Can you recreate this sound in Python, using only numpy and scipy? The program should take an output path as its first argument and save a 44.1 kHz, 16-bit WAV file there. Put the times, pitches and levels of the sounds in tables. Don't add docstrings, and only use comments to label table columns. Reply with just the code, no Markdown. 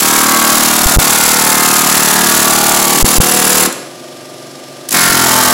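import sys
import numpy as np
from scipy import signal
from scipy.fft import rfft, irfft
from scipy.io import wavfile
from scipy.ndimage import uniform_filter1d

SR = 44100
rng = np.random.default_rng(int(sys.argv[2]) if len(sys.argv) > 2 else 0)


def generate_wav(signal):
    frames = np.transpose(np.atleast_2d(signal))
    scaled = np.clip(frames, -1, 1) * 32767
    pcm = np.round(scaled).astype(np.int16)
    wavfile.write(sys.argv[1], SR, pcm)


N = 243866
T = np.arange(N) / SR
MACHINE_HZ = 23.35


def hammer():
    # (time [s], rate [Hz])
    first_rate = [(0, 38.18), (.31, 38.35), (2.08, 37.55), (2.27, 38.03), (2.79, 37.52), (3.15, 38.82),
                  (3.68, 38.07)]
    second_rate = [(4.9, 45.2), (5.53, 40.96)]
    # (opening [s], closing [s], air gain [dB], blow gain [dB], thump gain [dB])
    pulls = [(-1, 3.658, 0.3, -1.5, -1.4), (4.907, 6, -0.6, 1, -2)]
    air, force, thump = sum(trigger_pull(*pull) for pull in pulls)
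    thump = thump * undb(-3.5 * near(.65, reach_s=.35))
    restart_s = pulls[1][0]
    phase = np.where(T < restart_s, cycle(first_rate, start_s=.0216), cycle(second_rate, start_s=4.8958))
    strokes = air * exhaust(phase) + thump * piston(phase) + sheet(phase, force) + tool(phase, force)
    return strokes + tick_and_spits()


def trigger_pull(open_s, close_s, air_db, blow_db, thump_db):
    coast_s, bite_s = .022, .22
    air = envelope(open_s, close_s, attack_s=.014, release_s=.012)
    swing = envelope(open_s, close_s + coast_s, attack_s=.036, release_s=.008)
    bite_db = 3.5 * np.exp(-np.abs(T - open_s) / bite_s)
    force = air * swing ** 3 * undb(blow_db + bite_db)
    return np.array([air * undb(air_db), force, swing * undb(thump_db)])


def sheet(phase, force):
    # (frequency [Hz], t60 [s], relative level [dB], tip at antinode [s], reach [s])
    bronze_modes = [(138.4, 0.19, -10, 5.35, 0.27), (188.6, 0.24, -11, 2.4, 1.1), (256, .07, -11, 5.3, .25),
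                    (275.4, 0.099, -4, 0.51, 0.41), (333.4, 0.14, -10, 2.9, 0.85),
                    (490, 0.14, -4, 3.29, 0.35), (727, 0.044, -5, 2.57, 0.5), (744, 0.2, -4, 1.8, 0.12),
                    (795, 0.066, -2, 0.37, 0.49), (902, 0.039, -3.5, 5.27, 0.21),
                    (917, .05, -8, 1.28, 0.46), (949.7, 0.17, -5, 0.26, 0.33), (940, 0.22, -7, 2.28, 0.14),
                    (1084, 0.066, -3, 0.91, 0.48), (1125, 0.035, -0.5, 0.19, 0.47),
                    (1140, 0.14, -3, 2.47, 0.35), (1143, 0.056, -6, 5.46, 0.15),
                    (1230, 0.021, -1, 1.67, 0.19), (1407, 0.059, -2.5, 1.1, 0.34),
                    (1385, .05, -6.5, 5.12, 0.1), (1570, 0.07, -8, 0.42, .3), (1645, 0.077, -7.5, 2, 0.36),
                    (1810, 0.11, -9.5, 0.14, 0.3), (2096, 0.041, -6.5, 1.44, 0.38)]
    # (frequency [Hz], gain [dB])
    spectrum = [(120, -42.5), (400, -19), (600, -6), (800, 0), (1250, 0), (1700, -3), (2100, -5.5),
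                (2600, -10), (4500, -7), (7000, -13.5), (12000, -14), (20000, -27)]
    blows = strikes(phase, at=.145, scatter_db=.6, jitter_s=.0001)
    knocks = strikes(phase, at=.67, scatter_db=1, jitter_s=.00025)
    hits = force * (blows + undb(-8) * knocks)
    clang = level(colour(dense_modes(hits, t60=.054, mixes=16), spectrum), -15.5)
    return clang + undb(-18) * modes(hits, bronze_modes)


def tool(phase, force):
    # (frequency [Hz], t60 [s], relative level [dB], peak [s], reach [s])
    steel_modes = [(10850, .028, -1, 3.45, .3), (10900, .018, -8, 2, 1.6), (9900, .012, -8, .8, 1.6),
                   (9950, .01, -7, 5.05, .15), (13800, .03, -17, 1.5, 2), (14300, .03, -17, 1, 2)]
    # (frequency [Hz], gain [dB])
    spectrum = [(800, -16), (2000, -2.5), (4000, -2), (5500, 0.5), (8000, -18), (14000, -2), (18000, 3)]
    hits = force * strikes(phase, at=.09, scatter_db=2.8, jitter_s=.0001)
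    ringing = undb(-18) * modes(hits, steel_modes)
    since_contact = (phase - .22) % 1
    crack = force * rng.standard_normal(N) * np.exp(-since_contact / .053)
    return ringing + level(colour(crack, spectrum), -19)


def piston(phase):
    # (frequency [Hz], gain [dB])
    spectrum = [(70, -38.5), (120, -22), (155, -8.5), (190, 0), (230, -2.5), (280, -2), (370, -6.5),
                (450, -10), (600, -14.5), (1500, -33.5)]
    forward = strikes(phase, at=.94, scatter_db=.3, jitter_s=.0001)
    back = strikes(phase, at=.6245, scatter_db=.5, jitter_s=.0005)
    return level(colour(forward + undb(-12) * back, spectrum), -18.5)


def exhaust(phase):
    # (frequency [Hz], gain [dB])
    spectrum = [(300, -10.5), (1500, -5), (3000, -7), (5500, -3), (6600, -0.5), (7600, 2.5), (8600, -5.5),
                (10200, 0.5), (11500, -2), (15000, -7.5), (19000, -8)]
    flow = .22 + .5 * pulse(phase, at=.049, width=.048) + pulse(phase, at=.46, width=.097)
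    wander_db = 1.6 * np.interp(phase % 256, np.arange(256), rng.standard_normal(256))
    return level(colour(undb(wander_db) * flow * rng.standard_normal(N), spectrum), -10)


def tick_and_spits():
    # (time [s], reach [s], level [dB])
    transients = [(3.727, 0.0017, -17.5), (4.891, 0.0023, -14.5), (4.91, 0.0022, -13)]
    # (frequency [Hz], gain [dB])
    spectrum = [(500, -24), (2000, -10), (4000, -2), (6000, 2), (10000, 3), (12000, -3.5), (18000, -9)]
    gain = sum(undb(db) * near(time_s, reach_s) for time_s, reach_s, db in transients)
    return gain * level(colour(rng.standard_normal(N), spectrum), 0)


def gusts():
    # (time [s], pull length [s], rebound length [s], relative pressure [1])
    puffs = [(.8598, .0075, 0, 1.2), (.9648, .0076, .0132, 2.2), (3.028, .017, .0015, 2.4),
             (3.1843, .018, .003, 2.9), (5.099, .007, 0, .15)]
    pressure = np.zeros(N)
    for start_s, pull_s, rebound_s, strength in puffs:
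        settle_s = .27 * rebound_s
        for length_s, push in (pull_s, -1), (rebound_s, 1), (settle_s, -.5):
            pressure += strength * push * ((T >= start_s) & (T < start_s + length_s))
            start_s += length_s
    return uniform_filter1d(uniform_filter1d(pressure, size=40), size=40)


def hall(direct):
    # (frequency [Hz], gain [dB])
    spectrum = [(80, -22), (250, -2.5), (600, 1), (1200, -3.5), (3000, -3), (6000, -8), (11000, -11),
                (15000, -23)]
    return level(colour(dense_modes(direct, t60=.65, mixes=12), spectrum), -18)


def far_machine():
    # (frequency [Hz], bandwidth [Hz], relative level [dB])
    resonances = [(1600, 64, -1), (3450, 94, -1.5), (4500, 110, -12), (5300, 170, 3), (7580, 190, -1),
                  (10700, 400, -11)]
    # (frequency [Hz], gain [dB])
    spectrum = [(40, -50), (80, -45), (124, -9), (200, -15.5), (330, -9), (455, -13.5), (615, -5),
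                (850, -16.5), (1400, -19.5), (5200, -19.5), (9000, -26.5), (11000, -24), (13000, -35),
                (16000, -38)]
    phase, note_hz = MACHINE_HZ * T, 1191
    drone = housing(phase)
    note = np.sin(2 * np.pi * note_hz * T) * (1 + .59 * np.sin(2 * np.pi * phase))
    shaking = rng.standard_normal(N) * (.5 + pulse(phase, at=.33, width=.24))
    rattle = sum(level(band(shaking, hz, width), db) for hz, width, db in resonances)
    hiss = colour(rng.standard_normal(N) * (1 + .5 * pulse(phase, at=.39, width=.065)), spectrum)
    return level(drone, -36) + level(note, -45.5) + level(rattle, -46) + level(hiss, -34.5)


def housing(phase):
    # (frequency [Hz], bandwidth [Hz], gain [dB])
    resonances = [(140, 20, -3), (257, 30, 0), (355, 55, 3), (505, 40, -4), (605, 30, 0), (700, 70, -5)]
    drone = 0
    for k in range(5, 35):
        gain = sum(undb(db) / (1 + (2 * (k * MACHINE_HZ - hz) / width) ** 2) for hz, width, db in resonances)
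        drone += gain * np.sin(2 * np.pi * (k * phase + rng.random()))
    return drone


def modes(hits, table):
    out = 0
    for hz, t60, db, time_s, reach_s in table:
        radius = np.exp(-np.log(1000) / (t60 * SR))
        angle = 2 * np.pi * hz / SR
        tone = signal.lfilter([1, 0, -1], [1, -2 * radius * np.cos(angle), radius ** 2], hits + 1e-18)
        out += level(tone, db) * near(time_s, reach_s)
    return out


def dense_modes(x, t60, mixes):
    decay = np.exp(-np.log(1000) * T[:int(t60 * SR)] / t60)
    place = (mixes - 1) * T / T[-1]
    out = np.zeros(N + 2 * SR)
    for k in range(mixes):
        span = np.flatnonzero(np.abs(place - k) < 1)
        share = x[span] * np.cos(np.pi / 2 * (place[span] - k))
        part = signal.oaconvolve(share, decay * rng.standard_normal(SR)[:len(decay)])
        out[span[0]:span[0] + len(part)] += part
    return out[:N]


def cycle(rate, start_s):
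    count = np.cumsum(np.interp(T, *np.transpose(rate))) / SR
    return count - np.interp(start_s, T, count)


def strikes(phase, at, scatter_db, jitter_s):
    onsets = np.flatnonzero(np.diff(np.floor(phase - at)) > 0)
    timing, strength = rng.standard_normal((len(onsets), 2)).T
    onsets += (jitter_s * SR * timing).astype(int)
    out = np.zeros(N)
    out[np.clip(onsets, 0, N - 1)] = undb(scatter_db * strength)
    return out


def pulse(phase, at, width):
    return np.exp(-.5 * (((phase - at + .5) % 1 - .5) / width) ** 2)


def near(time_s, reach_s):
    return np.exp(-.5 * np.minimum(((T - time_s) / reach_s) ** 2, 100))


def envelope(start_s, stop_s, attack_s, release_s):
    return np.clip((T - start_s) / attack_s, 0, 1) * np.exp(-np.maximum(T - stop_s, 0) / release_s)


def colour(x, spectrum):
    hz, db = np.transpose(spectrum)
    size = 4096
    freq = np.arange(size // 2 + 1) * SR / size
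    gain = undb(np.interp(np.log(freq + 1), np.log(hz), db))
    cepstrum = irfft(np.log(gain))
    cepstrum[1:size // 2] *= 2
    cepstrum[size // 2 + 1:] = 0
    response = irfft(np.exp(rfft(cepstrum)))
    return signal.oaconvolve(x, response)[:N]


def band(x, hz, width_hz):
    return signal.lfilter(*signal.iirpeak(hz, hz / width_hz, fs=SR), x)


def level(x, db):
    return x * undb(db) / np.sqrt(np.mean(x ** 2) + 1e-18)


def undb(db):
    return 10 ** (np.asarray(db) / 20)


def scene():
    direct = hammer()
    return (direct + hall(direct) + far_machine() + gusts())[None]


def record(dry):
    ceiling, drive, cutoff_hz = .68, 1.15, 15800
    x = drive * dry / ceiling
    clipped = ceiling * x / (1 + x ** 4) ** (1 / 4)
    return signal.sosfilt(signal.ellip(10, .2, 70, cutoff_hz, fs=SR, output="sos"), clipped)


dry = scene()
out = record(dry)
generate_wav(out)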